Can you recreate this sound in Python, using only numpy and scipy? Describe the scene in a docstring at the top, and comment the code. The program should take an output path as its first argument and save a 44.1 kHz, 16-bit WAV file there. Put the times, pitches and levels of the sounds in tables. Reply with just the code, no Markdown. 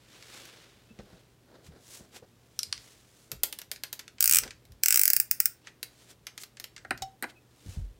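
"""Coffee grinder readied on a kitchen counter

Heard close up on a hand-held phone, in a small kitchen over still air, a steady hiss and a faint mains hum.
A stray bean bounces into the hopper and fingernails tick on the casing: noise through plastic resonances.
The grind dial ratchets up and back; the button goes down, its spring pings (decaying sines), it comes back.
Shaped noise makes the sliding sleeves and hand; soft bumps are short damped sines, squeaks wavering ones."""
import sys
import numpy as np
from scipy import signal
from scipy.fft import rfft, irfft, next_fast_len
from scipy.io import wavfile
from scipy.ndimage import uniform_filter1d

SR = 44100
rng = np.random.default_rng(int(sys.argv[2]) if len(sys.argv) > 2 else 0)


def generate_wav(sig):
    """Save sig (samples, or channels by samples) to the path in sys.argv[1] as 16-bit PCM at SR."""
    pcm = np.round(np.clip(np.atleast_2d(sig).T, -1, 1) * 32767).astype(np.int16)
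    wavfile.write(sys.argv[1], SR, pcm)


N = 352359  # samples


def amp(db):
    """Decibels to gain."""
    return 10 ** (np.asarray(db) / 20)


def unit(x):
    """x at rms 1."""
    return x / np.sqrt(np.mean(x ** 2) + 1e-20)


def along(points, hz):
    """Values at hz, from (pitch_hz, value) points joined on a log frequency axis."""
    f, v = np.transpose(points)
    return np.interp(np.log(hz + 1), np.log(f), v)


def filtered(x, response):
    """x times a response of frequency."""
    m = next_fast_len(len(x) + 1024)
    gain = response(np.fft.rfftfreq(m, 1 / SR))
    return irfft(rfft(x, m) * gain, m)[:len(x)]


def coloured(x, spectrum):
    """x weighted by a (pitch_hz, level_db) spectrum, at rms 1."""
    return unit(filtered(x, lambda hz: amp(along(spectrum, hz))))


def clock(size=SR // 4):
    """Seconds from the start of a sound."""
    return np.arange(size) / SR


def add(track, s, sound):
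    """Mix a sound into the track at s seconds."""
    part = track[round(s * SR):][:len(sound)]
    part += sound[:len(part)]


# Decay of the small kitchen around the phone: pitch_hz, t60_s
KITCHEN_DECAY = [(200, 0.44), (2000, 0.26), (5500, 0.22), (15000, 0.16)]


def in_room(sound, room_db):
    """A sound with the kitchen's answer: a noise tail in which treble dies first."""
    hz, t, z = signal.stft(rng.standard_normal(len(sound)), SR, nperseg=256)
    decay = amp(-60 * t / along(KITCHEN_DECAY, hz)[:, None])
    tail = signal.istft(z * decay * (t > 0), SR, nperseg=256)[1]
    answer = signal.fftconvolve(sound, tail / np.linalg.norm(tail))[:len(sound)]
    return sound + amp(room_db) * answer


# Colour of the still kitchen air at the microphone: pitch_hz, relative level_db
AIR_SPECTRUM = [(25, -10.5), (50, -2), (130, -3), (400, -6.5), (750, -15), (1400, -19.5), (3200, -27.5),
                (11600, -29.5), (16000, -30.5)]


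def room_tone(air_db=-64, hum_db=-69, hum_hz=120):
    """Still air as steady coloured noise, and a faint mains hum as one sine."""
    hum = unit(np.sin(2 * np.pi * hum_hz * clock(size=N)))
    air = coloured(rng.standard_normal(N), AIR_SPECTRUM)
    return amp(air_db) * air + amp(hum_db) * hum


# Faint squeaks somewhere in the room: start_s, level_db, pitch_hz
FAINT_SQUEAKS = [(.885, -63, 2640), (7.351, -59, 2565)]


def squeaks(length=0.047, waver=0.014):
    """A thin tone of unsteady pitch that swells and fades over its length in seconds."""
    track = np.zeros(N)
    fade = np.sin(np.pi * np.minimum(clock() / length, 1))
    for s, db, hz in FAINT_SQUEAKS:
        wander = unit(uniform_filter1d(rng.standard_normal(len(fade)), 150))
        pitch = hz * (1 + waver * wander)
        tone = np.sin(2 * np.pi * np.cumsum(pitch) / SR)
        add(track, s, in_room(amp(db) * fade * tone, room_db=-13))
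    return track


# drop at both ends of a movement, share of its length before the peak, roundness
SWELL_DROP_DB, SWELL_SHARE, SWELL_POWER = 9.5, 0.59, 1.33


def swell(peak, length):
    """Gain of one hand movement, per sample: it gathers speed up to the peak, then trails off."""
    t = clock(size=N) - peak
    away = np.maximum(-t / SWELL_SHARE, t / (1 - SWELL_SHARE)) / length
    return amp(-SWELL_DROP_DB * np.minimum(away, 10) ** SWELL_POWER)


def effort(rows):
    """Summed gain of (peak_s, length_s, level_db) movements."""
    return sum(amp(db) * swell(s, length) for s, length, db in rows)


def friction(grain_db, size=60):
    """Noise broken into tiny catches of random strength; size is their smoothing in samples."""
    catches = unit(uniform_filter1d(rng.standard_normal(N), size))
    return rng.standard_normal(N) * amp(grain_db * catches)


# Colour of skin and cloth sliding, and of the steady hiss: pitch_hz, relative level_db
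SLIDE_SPECTRUM = [(150, -17), (350, -3), (900, -9.5), (1700, -6.5), (3500, -5), (7800, -12), (16000, -25)]
# Hand and sleeve sliding past the phone: peak_s, length_s, level_db, hiss_over_rustle_db
SLIDE_MOVES = [(0.146, 0.13, -64.5, -10), (0.38, 0.31, -52.5, -4.5), (0.627, 0.45, -61.5, -11.5),
               (1.147, 0.24, -70, -6), (1.669, 0.038, -59, -2), (1.95, 0.13, -56.5, 6),
               (2.167, 0.042, -51, -1.5), (2.854, 0.39, -63, 1), (3.22, 0.21, -74.5, 8),
               (5.68, 0.049, -56, -13), (6.018, 0.134, -66, 1), (6.11, 0.038, -56, 0.5),
               (6.419, 0.031, -58.5, 14), (7.301, 0.024, -54.5, -7), (7.72, .17, -60, 2)]
STEADY_HISS_DB = -73  # a faint, steady broadband hiss under everything


def rustle(grain_db=1.5):
    """Skin and cloth slide as broad rustle with a finer hiss above; the same noise is a faint steady hiss."""
    slide = coloured(friction(grain_db, size=200), SLIDE_SPECTRUM)
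    low = filtered(slide, lambda hz: 1 / (1 + (hz / 5500) ** 6))
    broad, hiss = unit(low), unit(slide - low)
    track = amp(STEADY_HISS_DB) * slide
    for s, length, db, hiss_db in SLIDE_MOVES:
        track += amp(db) * swell(s, length) * (broad + amp(hiss_db) * hiss)
    return track


# Colour of the palm's rubbing: pitch_hz, relative level_db
PALM_SPECTRUM = [(120, -10.5), (250, 0.5), (520, 1.5), (800, -6.5), (1150, -13), (1500, -8.5), (2700, -24),
                 (4000, -15.5), (7000, -29), (15000, -44.5)]
# The palm rubbing on phone and grinder: peak_s, length_s, level_db
PALM_RUBS = [(.55, .4, -66), (.997, 0.027, -50), (1.13, 0.25, -61), (1.58, .12, -53), (1.76, .08, -56.5),
             (2.03, .18, -60.5), (2.165, .05, -54), (2.24, .04, -59), (3.34, .06, -56.5),
             (4.46, .08, -48.5), (7.76, .2, -61.5)]
# The hand's weight rocking the grinder: peak_s, length_s, level_db
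HAND_LEANS = [(2.69, 0.066, -57), (2.79, 0.06, -56), (4.4, .28, -54), (4.72, .09, -53.5), (6.95, .35, -60)]


def grip():
    """The palm rubs dully, as catching noise, and the rocked grinder rumbles on the counter."""
    rub = coloured(friction(grain_db=3.5, size=900), PALM_SPECTRUM)
    counter = [(25, -10.5), (50, -3.5), (100, -4), (200, -15.5), (600, -47), (2000, -75.5)]
    rumble = coloured(rng.standard_normal(N), counter)
    return effort(PALM_RUBS) * rub + effort(HAND_LEANS) * rumble


# Soft bumps of hands on phone and grinder: start_s, peak level_db of the push, pitch_hz
HAND_BUMPS = [(.905, -50.5, 222), (.988, -44, 215), (1.027, -50, 200), (1.127, -49.5, 179),
              (1.655, -47, 75.4), (1.684, -47.5, 158), (2.002, -50.5, 197), (2.222, -48.5, 495),
              (3.32, -46.5, 135), (3.344, -46, 61), (6.93, -45, 125), (7.01, -46, 121), (7.659, -34.5, 94),
              (7.763, -29, 88.5), (7.801, -33, 47.6)]
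BUMP_CYCLES = 19  # cycles in which a bump's decay falls 60 dB


def bumps(rough=0.68, rise=0.0024):
    """A soft push swells over a few milliseconds, then dies away as a low sine with rough rumble."""
    t, track = clock(), np.zeros(N)
    for s, db, hz in HAND_BUMPS:
        rumble = unit(filtered(rng.standard_normal(len(t)), lambda f: 1 / (1 + (f / (2 * hz)) ** 2) ** 2))
        push = (1 - np.exp(-t / rise)) ** 2 * amp(-60 * t * hz / BUMP_CYCLES)
        tone = np.sin(2 * np.pi * hz * t)
        add(track, s, amp(db) * push / push.max() * (tone + rough * rumble))
    return track


def resonance(modes, hz):
    """Response of a part's (pitch_hz, width_hz, level_db) modes, neighbours in opposite sign."""
    total = 0
    for k, (centre, width, db) in enumerate(modes):
        damping = 1j * hz * width
        total = total + (-1) ** k * amp(db) * damping / (centre * centre - hz * hz + damping)
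    return total


def contact(grain, modes, bands, levels, thud_db, crack, ring_t60, ring_db):
    """A hard crack and short ring through a part's resonances, each register set to its own level."""
    t, out = clock(size=len(grain)), np.zeros(len(clock()))
    # the low thud follows the strength of the body register
    for band, db in zip(bands, [levels[0] + thud_db, *levels]):
        age = t * (np.mean(band) / 5000) ** .3  # plastic damps its treble sooner
        decay = np.exp(-(age / crack) ** 2) + amp(ring_db - 60 * age / ring_t60)
        ringing = filtered(grain * decay, lambda hz: resonance(modes, hz))
        part = signal.sosfilt(signal.butter(3, band, "band", fs=SR, output="sos"), ringing)
        # level is rms over the first hundredth of a second
        out[:len(part)] += amp(db) * part / np.std(part[:SR // 100])
    return out


# Registers of a blow, from thud through body and snap to edge: low_hz, high_hz
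TAP_REGISTERS = [(200, 900), (900, 2500), (2500, 7500), (7500, 16000)]


def taps(rows, modes, body_db, softening, thud_db, crack, ring_t60, ring_db, room_db, shake=0):
    """Blows on one plastic part, each with fresh noise; a harder one has more edge and less body."""
    track = np.zeros(N)
    for s, db, hardness in rows:
        # a softer contact also ends lower in the treble
        top_hz = np.clip(19000 * amp(hardness / 2.7), 9000, 19000)
        lowpass = signal.butter(4, top_hz, fs=SR, output="sos")
        grain = signal.sosfilt(lowpass, rng.standard_normal(SR // 16))
        levels = [db + body_db - softening * hardness, db, db + hardness]
        thud = thud_db + shake * hardness  # a hard blow can shake the whole machine
        blow = contact(grain, modes, TAP_REGISTERS, levels, thud, crack, ring_t60, ring_db)
        add(track, s, in_room(blow, room_db))
    return track


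# Moments when the fingers are busy: start_s, end_s
FIDGET_SPANS = [(3.72, 3.8), (3.949, 4.04)]
GRAZE_DB, GRAZE_HARDNESS_DB = -51.5, -8


def grazes(count=2, scatter_db=3.0):
    """Rows of faint nail ticks at random moments of each fidget."""
    rows = []
    for start, end in FIDGET_SPANS:
        for _ in range(count):
            rows.append((rng.uniform(start, end), rng.normal(GRAZE_DB, scatter_db), GRAZE_HARDNESS_DB))
    return rows


# Fingernails on casing and knob: start_s, level_db of the snap, hardness_db of edge over snap
NAIL_TICKS = [(.2246, -52, -9), (.4537, -54, -3), (.9885, -57.5, -20), (3.3164, -38, 2), (3.4335, -28.5, 7),
              (3.5262, -39, 0), (3.5875, -43, 2), (3.6161, -45, -2.5), (3.7152, -35, -0.5),
              (3.8355, -35, -3), (3.9284, -38, 1.5), (3.9924, -43.5, -5), (4.079, -47.5, -11),
              (4.1831, -53, -18), (4.4348, -38.5, -12), (4.4769, -48, -12), (4.5067, -44.5, -14),
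              (4.652, -62, -2), (4.72, -60, -2), (5.6707, -48, -28), (5.829, -36, -1), (6.2682, -39, -8),
              (6.3773, -41.5, -7), (6.4344, -44, -3), (6.5699, -51.5, -13), (6.5987, -42, -3),
              (6.6411, -40.5, -4.5), (6.7636, -46.5, -14), (6.779, -51, -17), (6.9756, -50, -7)]
# Resonances of the plastic casing: pitch_hz, width_hz, relative level_db
CASING_MODES = [(366, 300, -15), (1600, 650, -5.5), (3060, 1270, -4), (4330, 1390, 2), (6800, 6400, -2),
                (9200, 2800, 0.5), (13100, 2400, -2.5)]


def nails():
    """Long fingernails tick on the casing, ringing its broad plastic resonances."""
    return taps(NAIL_TICKS + grazes(), CASING_MODES, body_db=-7.5, softening=0.344, thud_db=-9.5,
                crack=0.0021, ring_t60=0.054, ring_db=-3.0, room_db=-10.0, shake=.75)


# The bean bouncing in the hopper: start_s, level_db of the snap, hardness_db of edge over snap
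BEAN_BOUNCES = [(2.5908, -27, -6), (2.6312, -31, -4.5), (2.7262, -27.5, -12), (2.7773, -47, -14)]
# Resonances of the hopper: pitch_hz, width_hz, relative level_db
HOPPER_MODES = [(1260, 400, -16.5), (1880, 920, -14.5), (3250, 730, -9), (4030, 700, -4), (5150, 660, 1.5),
                (6200, 1100, -7), (8500, 1800, -12.5), (13000, 4200, -22)]


def bean():
    """The dropped bean strikes the hopper several times, through the hopper's resonances."""
    return taps(BEAN_BOUNCES, HOPPER_MODES, body_db=-30.0, softening=1.63, thud_db=-22,
                crack=.0018, ring_t60=0.064, ring_db=-15.0, room_db=-11)


# The button going down and coming back: start_s, level_db of the snap, hardness_db of edge over snap
BUTTON_CLICKS = [(6.8483, -57, -29), (6.9075, -35, -6), (7.2248, -41, 3.5), (7.2328, -45, -4),
                 (7.2402, -43.5, -14)]
# Resonances of the switch: pitch_hz, width_hz, relative level_db
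SWITCH_MODES = [(296, 117, -0.5), (747, 130, 1), (1140, 350, -6.5), (1450, 266, 3), (2020, 450, -1.5),
                (2930, 420, -13.5), (4200, 610, -9), (8700, 490, -10), (12000, 3500, -19)]


def button():
    """The button's contacts ring the switch, mostly in its low body."""
    return taps(BUTTON_CLICKS, SWITCH_MODES, body_db=7.5, softening=0.24, thud_db=-7.0,
                crack=0.0016, ring_t60=0.039, ring_db=-2.5, room_db=-15.0)


# Modes of the spring under the button: pitch_hz, relative level_db, t60_s
SPRING_MODES = [(720, -10, 0.2), (770, 5.5, 0.15), (2966, -11, 0.081), (3820, 3, 0.041), (4890, -12, 0.045),
                (5400, -5, 0.071), (6200, -16, .06)]


def spring(s=7.021, ping_db=-33, tick_db=-31.5, tick_t60=0.05):
    """A spring under the button pings with a noisy tick; its two lowest modes beat."""
    t, track = clock(), np.zeros(N)
    ring = sum(amp(db - 60 * t / t60) * np.sin(2 * np.pi * hz * t) for hz, db, t60 in SPRING_MODES)
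    tick_spectrum = [(500, -9), (3000, -5.0), (7000, -0.5), (9000, -11.5), (16000, -14)]
    tick = coloured(rng.standard_normal(len(t)), tick_spectrum)
    onset = 1 - np.exp(-t / 0.0025)
    ping = amp(ping_db) * ring * onset + amp(tick_db - 60 * t / tick_t60) * tick
    add(track, s, in_room(ping, room_db=-15.5))
    return track


# Resonances of the grind dial: pitch_hz, width_hz, relative level_db
DIAL_MODES = [(1468, 290, -11.5), (2254, 516, -3.5), (2962, 740, -10), (5300, 856, -1), (8010, 970, 2.5),
              (9900, 1700, -2.5), (13200, 1100, -1.5), (14500, 600, 0), (15450, 440, 2.5)]
# Registers of a tooth's click, from thud through body and snap to edge: low_hz, high_hz
DIAL_REGISTERS = [(200, 950), (1230, 4200), (4200, 12000), (12000, 16500)]
TOOTH_SCATTER_DB = 0.37  # level spread from tooth to tooth
# the pawl sounds brighter low on the scale: mean, swing either way, tooth of changeover, teeth it takes
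BRIGHT_DB, BRIGHT_SWING_DB, BRIGHT_TOOTH, BRIGHT_WIDTH = 0.3, 2.5, 12.8, 3
CLIMB_S, CLIMB_DB = .004, -32.5  # lead and relative level of the scrape up each tooth


def twist(path, db, stiffening, body_db=-13.7, snap_db=-4.0, edge_db=-2, impact=3, likeness=0.6,
          crack=.0019):
    """A pawl snaps into one tooth after another; its colour drifts as the dial turns."""
    track, pawl = np.zeros(N), rng.standard_normal(SR // 24)
    times, teeth = np.transpose(sorted(path, key=lambda point: point[1]))
    # a stiffer pawl lifts the pitch of its middle resonances
    modes = [(hz * stiffening if 2000 < hz < 4200 else hz, width, level) for hz, width, level in DIAL_MODES]
    for tooth in np.arange(teeth[0], teeth[-1] + 1):
        # each tooth's noise partly resembles its neighbour's
        fresh = rng.standard_normal(len(pawl))
        pawl = np.sqrt(likeness) * pawl + np.sqrt(1 - likeness) * fresh
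        grain = pawl + impact * signal.unit_impulse(len(pawl))
        bright = BRIGHT_DB + BRIGHT_SWING_DB * np.tanh((BRIGHT_TOOTH - tooth) / BRIGHT_WIDTH)
        tilt = np.array([body_db - bright, snap_db - bright / 2, edge_db + bright / 2])
        levels = rng.normal(db, TOOTH_SCATTER_DB) + tilt
        snap = contact(grain, modes, DIAL_REGISTERS, levels, thud_db=-11.7, crack=crack,
                       ring_t60=0.049, ring_db=-8.0)
        s = np.interp(tooth, teeth, times)
        # the scrape up the tooth is a faint, early copy of its snap
        add(track, s - CLIMB_S, amp(CLIMB_DB) * snap)
        add(track, s, in_room(snap, room_db=-12.7))
    return track


# The dial's position up the scale; every whole tooth between clicks too: time_s, tooth
UP_PATH = [(4.2063, 7), (4.2259, 8), (4.2572, 10), (4.2954, 12), (4.3111, 13), (4.3239, 14), (4.3692, 18),
           (4.3858, 19)]
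# The dial's position back down: time_s, tooth
DOWN_PATH = [(4.8346, 19), (4.8835, 17), (4.9062, 16), (4.943, 14), (4.9738, 12), (5.0546, 8), (5.1018, 6),
             (5.1648, 4), (5.2001, 3), (5.3122, 2), (5.4021, 1), (5.4568, 0)]
UP_DB, DOWN_DB = -20.5, -18.5  # base level of a click, before each register's offset


def dial():
    """The dial is spun up quickly, against the pawl, then eased back down."""
    up = twist(UP_PATH, UP_DB, stiffening=1.12, body_db=-12, snap_db=-1.2, edge_db=-2.0)
    down = twist(DOWN_PATH, DOWN_DB, stiffening=1)
    return up + down


def scene():
    """Everything at the one microphone."""
    background = room_tone() + squeaks()
    handling = rustle() + grip() + bumps()
    grinder = nails() + bean() + button() + spring() + dial()
    return (background + handling + grinder)[None]


TOP_HZ = 15950  # the phone's band limit


def record(dry):
    """The phone drops the deepest bass and cuts steeply above its band limit."""
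    lean = signal.sosfilt(signal.butter(6, 37, "high", fs=SR, output="sos"), dry)
    return np.array([filtered(x, lambda hz: 1 / np.sqrt(1 + (hz / TOP_HZ) ** 200)) for x in lean])


dry = scene()
out = record(dry)
generate_wav(out)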